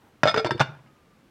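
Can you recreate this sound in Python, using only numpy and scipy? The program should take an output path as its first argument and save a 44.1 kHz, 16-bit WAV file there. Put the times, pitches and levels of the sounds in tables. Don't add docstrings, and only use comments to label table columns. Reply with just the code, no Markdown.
import sys
import numpy as np
from scipy import signal
from scipy.fft import rfft, irfft, next_fast_len
from scipy.io import wavfile
from scipy.ndimage import map_coordinates

SR = 44100
rng = np.random.default_rng(int(sys.argv[2]) if len(sys.argv) > 2 else 0)


def convert_level_to_amplitude(level_db):
    exponent = np.asarray(level_db, float) / 20
    return 10 ** exponent


def generate_wav(sig):
    pcm = np.round(np.clip(np.atleast_2d(sig).T, -1, 1) * 32767).astype(np.int16)
    wavfile.write(sys.argv[1], SR, pcm)


N = 57330

# start_s, glass_level_db, crack_level_db, knock_level_db, knock_pitch_hz
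ROCKING_CONTACTS = [(.2333, -23.5, -12, -8.5, 603), (.2340, -71, -23.5, -15, 1504),
                    (.2552, -23, -25.5, -7, 588), (.2652, -41, -22.5, -15, 606),
                    (.2735, -15.5, -24, -15.5, 690), (.2796, -20, -27, -11.5, 619),
                    (.2835, -16.5, -25.5, -32, 610), (.2945, -16.5, -34, -17.5, 670),
                    (.3120, -27, -33, -31, 870), (.3425, -26, -21, -21, 916),
                    (.3625, -38.5, -21.5, -25, 426), (.3745, -23, -23, -25.5, 617),
                    (.3790, -18.5, -23, -31, 587), (.3890, -28.5, -27.5, -21.5, 453),
                    (.3950, -27.5, -29.5, -23.5, 777), (.4015, -29.5, -44, -25, 606)]
SEATING_CONTACTS = [(.4462, -27.5, -23.5, -17.5, 613), (.4535, -37, -31, -18.5, 346),
                    (.4610, -29.5, -28, -19, 934), (.4700, -35, -29, -25.5, 334),
                    (.4930, -51, -44, -22, 602), (.5078, -29, -21, -14, 924), (.5120, -42, -39, -26.5, 640),
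                    (.5170, -32.5, -57.5, -19.5, 369), (.5480, -55, -64.5, -22.5, 354),
                    (.5575, -66, -50, -31.5, 470), (.5785, -45, -41, -41, 2900),
                    (.5958, -27, -25, -31.5, 1000), (.6018, -46, -17, -20, 728),
                    (.6065, -30, -15.5, -14.5, 946), (.6098, -22.5, -23.5, -7.5, 1422),
                    (.6125, -52, -16.5, -37, 1226), (.6175, -44, -23, -15.5, 954),
                    (.6280, -47, -39, -33, 830), (.6930, -83, -67, -37, 1390),
                    (.7250, -102, -69, -47, 1540), (.7500, -84, -60, -43.5, 1630),
                    (.7700, -90, -72, -50, 1540), (.7900, -90, -60, -47, 1000),
                    (.8620, -95, -61, -54, 2110), (.8740, -90, -62, -57, 2950)]
TILTED_PITCHES = [1362, 1780, 2185, 2430, 2800, 3400, 3585, 4300, 5005, 5150, 5950, 6670, 7575, 8570]
SEATED_PITCHES = [1330, 1540, 1820, 2095, 2320, 2835, 3525, 3607, 4460, 5040, 5900, 6695, 7525, 8520]
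# level_db, t60_s
TILTED_MODES = [(-2, 0.075), (-13.5, 0.076), (-11, 0.078), (-25, 0.3), (-21.5, 0.057), (-12.5, .06),
                (-3.5, 0.044), (-16.5, 0.061), (-11.5, 0.082), (-21, 0.055), (-27, .07), (-33.5, .08),
                (-31, 0.062), (-36.5, 0.081)]
SEATED_MODES = [(-5.5, 0.1), (-16.5, 0.24), (-20, 0.07), (-17, 0.17), (-15, 0.19), (-11, 0.098), (-9, 0.11),
                (-14, .2), (-16.5, 0.15), (-8.5, 0.047), (-42, 0.049), (-40, 0.18), (-22.5, 0.063),
                (-23, 0.055)]
# pitch_hz, level_db
WEAK_MODES = [(700, -8.5), (1500, -5.5), (3000, -18), (6000, -25.5), (9000, -40.5), (15000, -52)]
# freq_hz, density_db
CRACK_COLOUR = [(60, -36.5), (150, 0.5), (530, -0.5), (1500, -3.5), (3500, -13), (6000, -19), (8000, -37),
                (15500, -52.5)]
# start_s, level_db
POT_THUMPS = [
    (0.235, -12),
    (0.261, -17.5),
    (0.343, -23),
    (.370, -21),
    (.448, -14),
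    (0.509, -14.5),
    (0.546, -14.5),
    (0.599, -21.5),
]
# pitch_hz, level_db, t60_s
THUMP_MODES = [(131, 0, .075), (215, -10, .05), (90, -15, .04)]
# start_s, level_db, pitch_hz, t60_s
POT_NOTES = [
    (.345, -24, 427, 0.27),
    (.375, -17, 444.4, 0.19),
    (.603, -14, 135.7, .11),
    (.610, -20, 132.9, 0.082),
]
# start_s, pitch_hz, level_db
WHINE_GLIDE = [
    (.78, 1353, -68),
    (.9, 1254, -65.5),
    (1.051, 1199, -67),
    (1.2, 1159, -77),
]
# freq_hz, density_db
HUM_COLOUR = [(15, -8.5), (30, 4.5), (223, 0.5), (695, -10.5), (1250, -12.5), (2690, -18.5), (7000, -29.5),
              (16000, -36.5)]
# freq_hz, t60_s
KITCHEN_DECAY = [(100, 0.55), (700, 0.4), (2000, .4), (6000, .3), (14000, 0.051)]

TOUCH_S = 0.00021
WAVER_RAD, WAVER_PER_S, FLUTTER_DB = 0.91, 60, 3
MODE_SCATTER_DB = 2.5
WEAK_T60_S, WEAK_DB = 0.041, -4.5
CRACK_T60_S, BUZZ_T60_S, BUZZ_DB = 0.014, 0.086, -13
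KNOCK_T60_S, KNOCK_CYCLES = 0.02, 14
THUMP_RISE_S, NOTE_RISE_S = 0.0062, 0.00077
SWISH_S, SWISH_LONG_S, SWISH_HZ, SWISH_DB = 0.056, 0.061, 790, -63.5
WHINE_WAVER_HZ, WHINE_FLUTTER_DB = 14, 4.0
HUM_DB = -57.5
ROOM_DB, THUMP_ROOM_DB, ROOM_DELAY_S = -19.5, -17, 0.006
MIC_LOW_HZ, TOP_HZ, CEILING = 59.7, 16150, 1.2


def lid(contacts, glass):
    out, cracks = np.zeros(N + SR), np.zeros(N + SR)
    t = np.arange(SR // 4) / SR
    short = SR // 10
    rise = (1 - np.exp(-t / TOUCH_S)) ** 2
    crowd_hz = np.geomspace(WEAK_MODES[0][0], WEAK_MODES[-1][0], num=36)
    crowd_hz = crowd_hz * (1 + 0.03 * rng.standard_normal(36))
    crowd = np.column_stack([crowd_hz, along(WEAK_MODES, crowd_hz), np.full(36, WEAK_T60_S)])
    crack_decay = convert_level_to_amplitude(-60 * t / CRACK_T60_S) + convert_level_to_amplitude(BUZZ_DB - 60 * t / BUZZ_T60_S)
    for s, ring_db, crack_db, knock_db, hz in contacts:
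        burst = rng.standard_normal(len(t)) * crack_decay
        knock = -np.sin(2 * np.pi * hz * t) * convert_level_to_amplitude(-60 * t / (KNOCK_T60_S + KNOCK_CYCLES / hz))
        clatter = convert_level_to_amplitude(crack_db + WEAK_DB) * ringing(crowd, t[:short], 2 * MODE_SCATTER_DB)
        ring = ringing(glass, t, MODE_SCATTER_DB)
        add(out, s, rise * (convert_level_to_amplitude(ring_db) * ring + convert_level_to_amplitude(knock_db) * knock))
        add(out, s, rise[:short] * clatter)
        add(cracks, s, convert_level_to_amplitude(crack_db) * burst)
    return out[:N] + signal.fftconvolve(cracks, causal(CRACK_COLOUR))[:N]


def pot():
    out, t = np.zeros(N + SR), np.arange(SR // 3) / SR
    for s, db in POT_THUMPS:
        thump = ringing(THUMP_MODES, t, scatter_db=1)
        add(out, s, convert_level_to_amplitude(db) * thump * (1 - np.exp(-t / THUMP_RISE_S)))
    for s, db, hz, t60 in POT_NOTES:
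        note = convert_level_to_amplitude(db - 60 * t / t60) * np.sin(2 * np.pi * hz * t)
        add(out, s, note * (1 - np.exp(-t / NOTE_RISE_S)))
    return out[:N]


def swish():
    t = np.arange(N) / SR
    band = [(SWISH_HZ / 2, -30), (SWISH_HZ, 0), (SWISH_HZ * 4.5, -30)]
    return convert_level_to_amplitude(SWISH_DB) * coloured(band, N) * np.exp(-((t - SWISH_S) / SWISH_LONG_S) ** 2)


def whine():
    t = np.arange(N) / SR
    s, hz, db = np.transpose(WHINE_GLIDE)
    flutter = map_coordinates(rng.standard_normal(60), [t * 30])
    level = convert_level_to_amplitude(np.interp(t, s, db, -140, -140) + WHINE_FLUTTER_DB * flutter)
    pitch_hz = np.interp(t, s, hz) + WHINE_WAVER_HZ * np.roll(flutter, N // 3)
    return level * np.sin(2 * np.pi * np.cumsum(pitch_hz) / SR)


def hum():
    return convert_level_to_amplitude(HUM_DB) * coloured(HUM_COLOUR, N)


def kitchen(x):
    hz, t, z = signal.stft(rng.standard_normal(SR // 2), SR, nperseg=256)
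    decay = convert_level_to_amplitude(-60 * t / along(KITCHEN_DECAY, hz)[:, None])
    tail = signal.istft(z * decay, SR, nperseg=256)[1]
    delayed = np.pad(x, (round(ROOM_DELAY_S * SR), 0))
    return signal.fftconvolve(delayed, tail / np.linalg.norm(tail))[:N]


def ringing(modes, t, scatter_db):
    hz, db, t60 = np.transpose(modes)[:, :, None]
    chance = rng.standard_normal((2, len(modes), 1))
    knots = np.cumsum(rng.standard_normal((len(modes), 64)), axis=1)
    walks = [np.interp(t * WAVER_PER_S, np.arange(64), k - k[0]) for k in knots]
    wander = WAVER_RAD * np.array(walks)
    flutter_db = FLUTTER_DB * np.sin(2 * wander)
    level = convert_level_to_amplitude(db + scatter_db * chance[0] + flutter_db - 60 * t / t60)
    detuned_hz = hz * (1 + 0.0046 * chance[1])
    return np.sum(level * np.sin(2 * np.pi * detuned_hz * t + wander), axis=0)


def add(track, s, sound):
    track[round(s * SR):][:len(sound)] += sound


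def unit(x):
    return x / np.sqrt(np.mean(x ** 2) + 1e-20)


def along(points, hz):
    f, v = np.transpose(points)
    return np.interp(np.log(hz + 1), np.log(f + 1), v)


def coloured(spectrum, size):
    gain = convert_level_to_amplitude(along(spectrum, np.fft.rfftfreq(size, 1 / SR)))
    return unit(irfft(rfft(rng.standard_normal(size)) * gain, size))


def causal(spectrum, size=1024):
    gain = convert_level_to_amplitude(along(spectrum, np.fft.rfftfreq(size, 1 / SR)))
    cep = irfft(np.log(gain + 1e-6), size)
    cep[1:size // 2] *= 2
    cep[size // 2 + 1:] = 0
    return unit(irfft(np.exp(rfft(cep)), size)) / np.sqrt(size)


def scene():
    rocking = lid(ROCKING_CONTACTS, np.column_stack([TILTED_PITCHES, TILTED_MODES]))
    seating = lid(SEATING_CONTACTS, np.column_stack([SEATED_PITCHES, SEATED_MODES]))
    parts = [(rocking, ROOM_DB), (seating, ROOM_DB), (pot(), THUMP_ROOM_DB)]
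    cooker = sum(p + convert_level_to_amplitude(room_db) * kitchen(p) for p, room_db in parts)
    return (cooker + swish() + whine() + hum())[None]


def low_pass(x):
    return signal.sosfilt(signal.butter(12, 16180, fs=SR, output="sos"), x)


def record(dry):
    m = next_fast_len(N + 4096)
    hz = np.fft.rfftfreq(m, 1 / SR)
    mic = (1j * hz / (MIC_LOW_HZ + 1j * hz)) ** 2 * (hz < TOP_HZ)
    x = irfft(rfft(dry, m) * mic, m)[:, :N]
    softened = x / (1 + np.abs(x / CEILING) ** 3) ** (1 / 3)
    return low_pass(softened)


dry = scene()
out = record(dry)
generate_wav(out)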